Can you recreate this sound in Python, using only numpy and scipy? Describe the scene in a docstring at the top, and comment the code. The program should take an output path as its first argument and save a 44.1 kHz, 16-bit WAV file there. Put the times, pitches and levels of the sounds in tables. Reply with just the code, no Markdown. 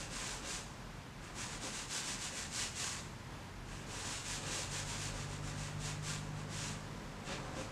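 """In a small studio a painter scrubs a stiff brush to and fro over a stretched canvas, with short pauses.
Random bristle slips hiss, scratch, drum the canvas and ring faintly in the brush; softer strokes sound darker.
Pushes of the tuft boom, thin wavering tones squeak, and a soft low rustle swells; all of these get a short reverb.
Outside an engine gathers speed as it passes, a stack of sines, over a deep unsteady drone and quiet room noise."""
import sys
import numpy as np
from scipy import signal
from scipy.fft import rfft, irfft, next_fast_len
from scipy.io import wavfile

SR = 44100
rng = np.random.default_rng(int(sys.argv[2]) if len(sys.argv) > 2 else 0)


def output_pcm(signal):
    """Save a mono or channel-first signal as 16-bit PCM at the path in sys.argv[1].

    Samples are clipped to [-1, 1] before scaling.
    """
    pcm = np.clip(np.atleast_2d(signal).T, -1, 1) * 32767
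    wavfile.write(sys.argv[1], SR, np.round(pcm).astype(np.int16))


N = 340026
T = np.arange(N) / SR  # time in seconds

# The brush lands or turns and nudges the canvas.
# Each row: time of the strongest push in s, length in s, boom of the cloth in dB, scrape of bent bristles in dB.
NUDGE_MOVES = [(.45, 0.13, -52, -53), (1.651, 0.097, -50, -57), (2.333, 0.073, -53.5, -60),
               (4.497, 0.31, -49.5, -53.5), (7.31, 0.14, -45.5, -48), (7.584, .125, -45.5, -60)]
NUDGE_RISE_SHARE = 0.42  # part of a nudge spent pushing in


def undb(db):
    """Decibels to gain."""
    return 10 ** (np.asarray(db) / 20)


def unit(x):
    """Scale to rms 1."""
    return x / np.sqrt(np.mean(x ** 2))


def curves(table):
    """Each column after the time, joined by straight lines and held at the ends."""
    s, *columns = np.transpose(table)
    return [np.interp(T, s, c) for c in columns]


def filtered(x, response):
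    """Pass x through a response given as a function of frequency."""
    size = next_fast_len(N + SR // 2)
    hz = np.fft.rfftfreq(size, 1 / SR) + 1e-3  # just above zero, so that logarithms work
    return irfft(rfft(x, size) * response(hz), size)[:N]


def colour(x, points):
    """Equalise x through (Hz, dB) points joined on a log frequency axis, at rms 1."""
    hz, db = np.transpose(points)
    return unit(filtered(x, lambda f: undb(np.interp(np.log(f), np.log(hz), db))))


def resonate(x, modes):
    """Excite damped (Hz, width Hz, dB) modes with x, at rms 1."""
    def response(f):
        total = 0
        for hz, width, db in modes:
            gain = undb(db) / np.sqrt(width)
            total = total + gain / (1 + 1j * (f * f - hz * hz) / (f * width))
        return total
    return unit(filtered(x, response))


def walk(rate_hz):
    """Smooth random curve that moves mostly slower than rate_hz, at rms 1."""
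    return unit(filtered(rng.standard_normal(N), lambda f: 1 / (1 + (f / rate_hz) ** 4)))


def catches(per_s, spread_db):
    """Tiny impulses at random moments, each of its own size and sign, at rms 1."""
    size_db = spread_db * np.clip(rng.standard_normal(N), -2, 2)
    size = rng.choice([-1, 1], N) * undb(size_db)
    chance = np.clip(per_s / SR, 1e-4, 1)
    # dividing by the root keeps the power even while the density changes
    return unit((rng.random(N) < chance) * size / np.sqrt(chance))


def swing(peak_s, length_s, rise_share=.46, roundness=1.19):
    """One smooth swell, as of a hand's speed: from rest to a top of 1 and back to rest."""
    side_s = length_s * np.where(T < peak_s, rise_share, 1 - rise_share)
    u = (T - peak_s) / side_s
    speed, moving = np.zeros(N), np.abs(u) < 1
    speed[moving] = np.cos(np.pi / 2 * u[moving]) ** roundness
    return speed


def brush(slow_per_s=1500, fast_per_s=8000, tuft_db=-0.43, tuft_hz=70, bend_s=0.0022, ring_db=-16):
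    """A faster stroke crosses more threads; the same slips feed the hiss, scratch, canvas and the brush's ring."""
    # Strokes. Each row: time of top speed in s, length in s, level of the hiss in dB.
    strokes = [ (.005, 0.16, -47), (0.166, 0.19, -45.5), (.28, .27, -44.5), (0.52, .22, -43),
               (1.252, 0.14, -58), (1.418, 0.18, -45), (1.53, 0.13, -48.5), (1.655, .135, -44),
               (1.773, 0.2, -44.5), (1.958, 0.19, -40), (2.096, 0.18, -42), (2.243, .16, -43),
               (2.39, 0.2, -44), (2.595, .22, -39.5), (2.825, .21, -39.5), (2.927, 0.21, -46.5),
               (3.745, 0.24, -56.5), (3.978, 0.29, -47.5), (4.121, 0.27, -44.5), (4.315, 0.21, -42.5),
               (4.473, 0.17, -49), (4.562, .25, -42), (4.762, 0.18, -43), (4.915, 0.17, -44.5),
               (5.036, .18, -44), (5.192, .19, -50.5), (5.33, .14, -52), (5.478, 0.15, -50.5),
               (5.622, 0.21, -50), (5.866, .19, -45.5), (6.099, .185, -43.5), (6.393, 0.12, -57),
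               (6.555, 0.17, -48), (6.646, .24, -46), (7.306, 0.18, -53), (7.602, 0.15, -53)]
    # Tone of the bristle tips on the weave. Each row: frequency in Hz, relative level in dB.
    hiss_tone = [(800, -39), (2000, -7), (3200, -11.5), (4400, -4.5), (5600, -3), (7000, 0), (8100, -2),
                 (9500, -10), (12000, -22.5), (15500, -39)]
    # Tone of bent bristles dragging. Each row: frequency in Hz, relative level in dB.
    scratch_tone = [(800, -14), (1800, -19), (2600, -2), (3500, 0.5), (4500, -3.5), (6000, -5.5),
                    (8000, -20), (12000, -52), (15500, -62)]
    # Tone of the canvas as a sounding board. Each row: frequency in Hz, relative level in dB.
    canvas_tone = [(90, -9), (200, -4), (340, 6), (520, 1), (680, 1), (1080, 6.5), (1330, 4.5), (1560, 7.5),
                   (2100, 4), (2700, 5), (4000, -15), (8000, -33.5), (15500, -58)]
    # Modes of the brush ferrule and handle. 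Each row: frequency in Hz, width in Hz, relative level in dB.
    brush_modes = [(1123, 70, -4), (1580, 45, 6), (1670, 29, -13), (2440, 40, -5), (2860, 26, -8),
                   (3060, 28, -1), (6900, 60, -7)]
    firm_db = -43.5  # hiss of an ordinary firm stroke
    # level in a firm stroke with a wet brush, and dB gained per dB of hiss
    scratch_db, scratch_db_per_db = -49.5, 0.96
    canvas_db, canvas_db_per_db = -49, 0.5
    drying_db_per_s = 0.32  # the brush grows scratchier as its paint runs out

    speed, tip_power, scratch_power, canvas_power = np.zeros((4, N))
    for s, length, db in strokes:
        stroke = swing(s, length)
        speed += stroke
        tip_power += (stroke * undb(db)) ** 2
        # tips touch first; the darker sounds swell a moment later, as bristles bend, and grow less with effort
        bent = swing(s + bend_s, length)
        effort_db = db - firm_db
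        stroke_scratch_db = scratch_db + scratch_db_per_db * effort_db + drying_db_per_s * s
        scratch_power += (bent * undb(stroke_scratch_db)) ** 2
        canvas_power += (bent * undb(canvas_db + canvas_db_per_db * effort_db)) ** 2

    # a nudge bends the bristles without sweeping the tips
    scrape = sum(undb(db) * swing(s, length, NUDGE_RISE_SHARE) for s, length, _, db in NUDGE_MOVES)
    scratch_level = np.sqrt(scratch_power + scrape ** 2)
    canvas_level = np.sqrt(canvas_power + scrape ** 2)

    # bristles let go in tufts, so the rubbing is never even
    slips = catches(slow_per_s + fast_per_s * speed, spread_db=2.8) * undb(tuft_db * walk(tuft_hz))
    # each slip kicks every part of the brush and cloth with its own sign
    tips, shafts, cloth, handle = slips * rng.choice([-1, 1], (4, N))
    ring = undb(ring_db) * resonate(handle, brush_modes)
    hiss = np.sqrt(tip_power) * (colour(tips, hiss_tone) + ring)
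    scratch = scratch_level * colour(shafts, scratch_tone)
    drumming = canvas_level * colour(cloth, canvas_tone)
    return hiss + scratch + drumming


def rustle(rise_share=0.44):
    """Soft low rustle that swells and fades, perhaps cloth, with road noise in the long swell."""
    # Swells of the rustle. Each row: time of the peak in s, length in s, level in dB.
    swells = [(.25, 1.2, -53.5), (1.482, 0.73, -55), (3.98, .45, -51.5), (5.1, 3.26, -52),
              (6.714, 2.4, -53), (7.443, 0.74, -48)]
    # Tone of the rustle. Each row: frequency in Hz, relative level in dB.
    rustle_tone = [(100, -1), (200, 1), (300, 1), (380, -1.5), (520, -1), (750, -4.5), (1100, -4.5),
                   (2000, -12.5), (4000, -18.5), (8000, -20.5), (14000, -60)]
    power = sum((undb(db) * swing(s, length, rise_share)) ** 2 for s, length, db in swells)
    return np.sqrt(power) * colour(catches(per_s=2500, spread_db=3.0), rustle_tone)


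def air(level_db=-49.5, drift_db=0.5):
    """Quiet room noise whose level drifts a little."""
    # Tone of the still studio air. Each row: frequency in Hz, relative level in dB.
    air_tone = [(25, -19), (42, 6), (70, -6), (125, 3), (190, -1), (300, -7.5), (600, -12), (1000, -9.5),
                (1270, -13.5), (1600, -13.5), (3000, -20), (7000, -26), (11000, -35.5), (15500, -46)]
    return colour(rng.standard_normal(N), air_tone) * undb(level_db + drift_db * walk(3.0))


def drone(centre_hz=43.8, waver=0.062, flutter_db=2.5):
    """A deep drone near 44 Hz, later probably the engine's lowest order: one sine, unsteady in pitch and level."""
    # Swells of the drone. Each row: time in s, level in dB.
    swells = [(.4, -57), (.9, -68), (3.4, -77), (3.6, -54), (4.3, -60), (5.0, -52.5), (6.1, -57)]
    level_db, = curves(swells)
    phase = 2 * np.pi * np.cumsum(centre_hz * (1 + waver * walk(8.2))) / SR
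    return np.sqrt(2) * undb(level_db + flutter_db * walk(9.1)) * np.sin(phase)


def engine(waver=0.0022, flutter_db=-0.3):
    """Low multiples of the turning rate come through the walls, swelling where they meet a room mode."""
    # The engine gathers speed. Each row: time in s, turning rate in Hz.
    turning = [(2.7, 42.66), (3.28, 45.02), (4.98, 48.7), (6.9, 50.83), (7.2, 50.8)]
    # It nears and leaves. Each row: time in s, level in dB added to every order.
    passing = [(2.0, -15), (2.5, -4.5), (4.5, -4), (5.3, -0.5), (6.72, 0.5), (6.98, -5), (7.71, -8.5)]
    # Engine orders. Each row: multiple of the turning rate, level in dB before passing and room lift.
    orders = [(2, -53.5), (3, -57), (4, -66), (5, -67)]
    # Room modes that lift an order sweeping through. Each row: frequency in Hz, width in Hz, lift in dB.
    room_modes = [(97.35, 3.4, 5), (148.8, 8.3, 10.5), (204.2, 6, 13.5), (244, 7, 8.5)]
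    (hz,), (passing_db,) = curves(turning), curves(passing)
    turn = 2 * np.pi * np.cumsum(hz * (1 + waver * walk(9.7))) / SR
    hum = np.zeros(N)
    for k, db in orders:
        lift_db = sum(lift / (1 + (2 * (k * hz - centre) / width) ** 2) for centre, width, lift in room_modes)
        level = undb(db + lift_db + flutter_db * walk(23))
        hum += level * np.sin(k * turn + 2 * np.pi * rng.random())
    return np.sqrt(2) * undb(passing_db) * hum


def nudges(soft_hz=2500):
    """Soft pushes of the whole tuft make the cloth boom briefly."""
    # Low modes of the stretched canvas. Each row: frequency in Hz, width in Hz, relative level in dB.
    membrane = [(240, 45, -5), (312, 59, 1), (370, 32, 1.5), (512, 28, 4)]
    push = sum(undb(db) * swing(s, length, NUDGE_RISE_SHARE) for s, length, db, _ in NUDGE_MOVES)
    cushioned = filtered(catches(per_s=1500, spread_db=6.0), lambda f: 1 / (1 + (f / soft_hz) ** 2))
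    return push * resonate(cushioned, membrane)


def squeaks(length_s=.17, waver_hz=13, flutter_db=3):
    """Thin, rough ringing tones, most near 2.88 kHz where the brush resonates, wobbling fast in pitch and level."""
    # Ringing tones. Each row: time of the peak in s, centre pitch in Hz, level in dB.
    squeak_tones = [(1.97, 1535, -57), (2.25, 2875, -57), (2.61, 2880, -53), (2.81, 2870, -57),
                    (2.86, 1130, -52), (4.15, 2880, -58)]
    wobble_hz, flutter = waver_hz * walk(92), undb(flutter_db * walk(60))
    tones = np.zeros(N)
    for s, hz, db in squeak_tones:
        phase = 2 * np.pi * np.cumsum(hz + wobble_hz) / SR
        tones += undb(db) * swing(s, length_s) * np.sin(phase)
    return np.sqrt(2) * flutter * tones


def studio(x, t60_s=0.56, treble_t60_s=0.63, wet_db=-2, treble_db=-4, gap_s=0.0029):
    """Direct sound plus dense reflections as fading noise; the treble comes back weaker."""
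    t = T[:SR // 2]
    low_pass = signal.butter(2, 3500, fs=SR, output="sos")
    high_pass = signal.butter(2, 3500, "high", fs=SR, output="sos")
    low = signal.sosfilt(low_pass, rng.standard_normal(len(t)))
    high = signal.sosfilt(high_pass, rng.standard_normal(len(t)))
    low_fade, high_fade = 1000 ** (-t / t60_s), 1000 ** (-t / treble_t60_s)  # down 60 dB after each t60
    tail = low * low_fade + undb(treble_db) * high * high_fade
    tail = tail * (t > gap_s) / np.linalg.norm(low_fade)
    wet = undb(wet_db) * signal.fftconvolve(x, tail)[:N]
    return (x + wet) / np.sqrt(1 + undb(wet_db) ** 2)


def scene():
    """Brush and rustle in the reverberant studio, with engine, drone and air, the same in both channels."""
    close = brush() + squeaks() + nudges() + rustle()
    mono = studio(close) + engine() + drone() + air()
    return np.array([mono, mono])


def record(dry, top_hz=15500):
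    """An elliptic low-pass cuts the top steeply."""
    return signal.sosfilt(signal.ellip(10, .2, 70, top_hz, fs=SR, output="sos"), dry)


dry = scene()
out = record(dry)
output_pcm(out)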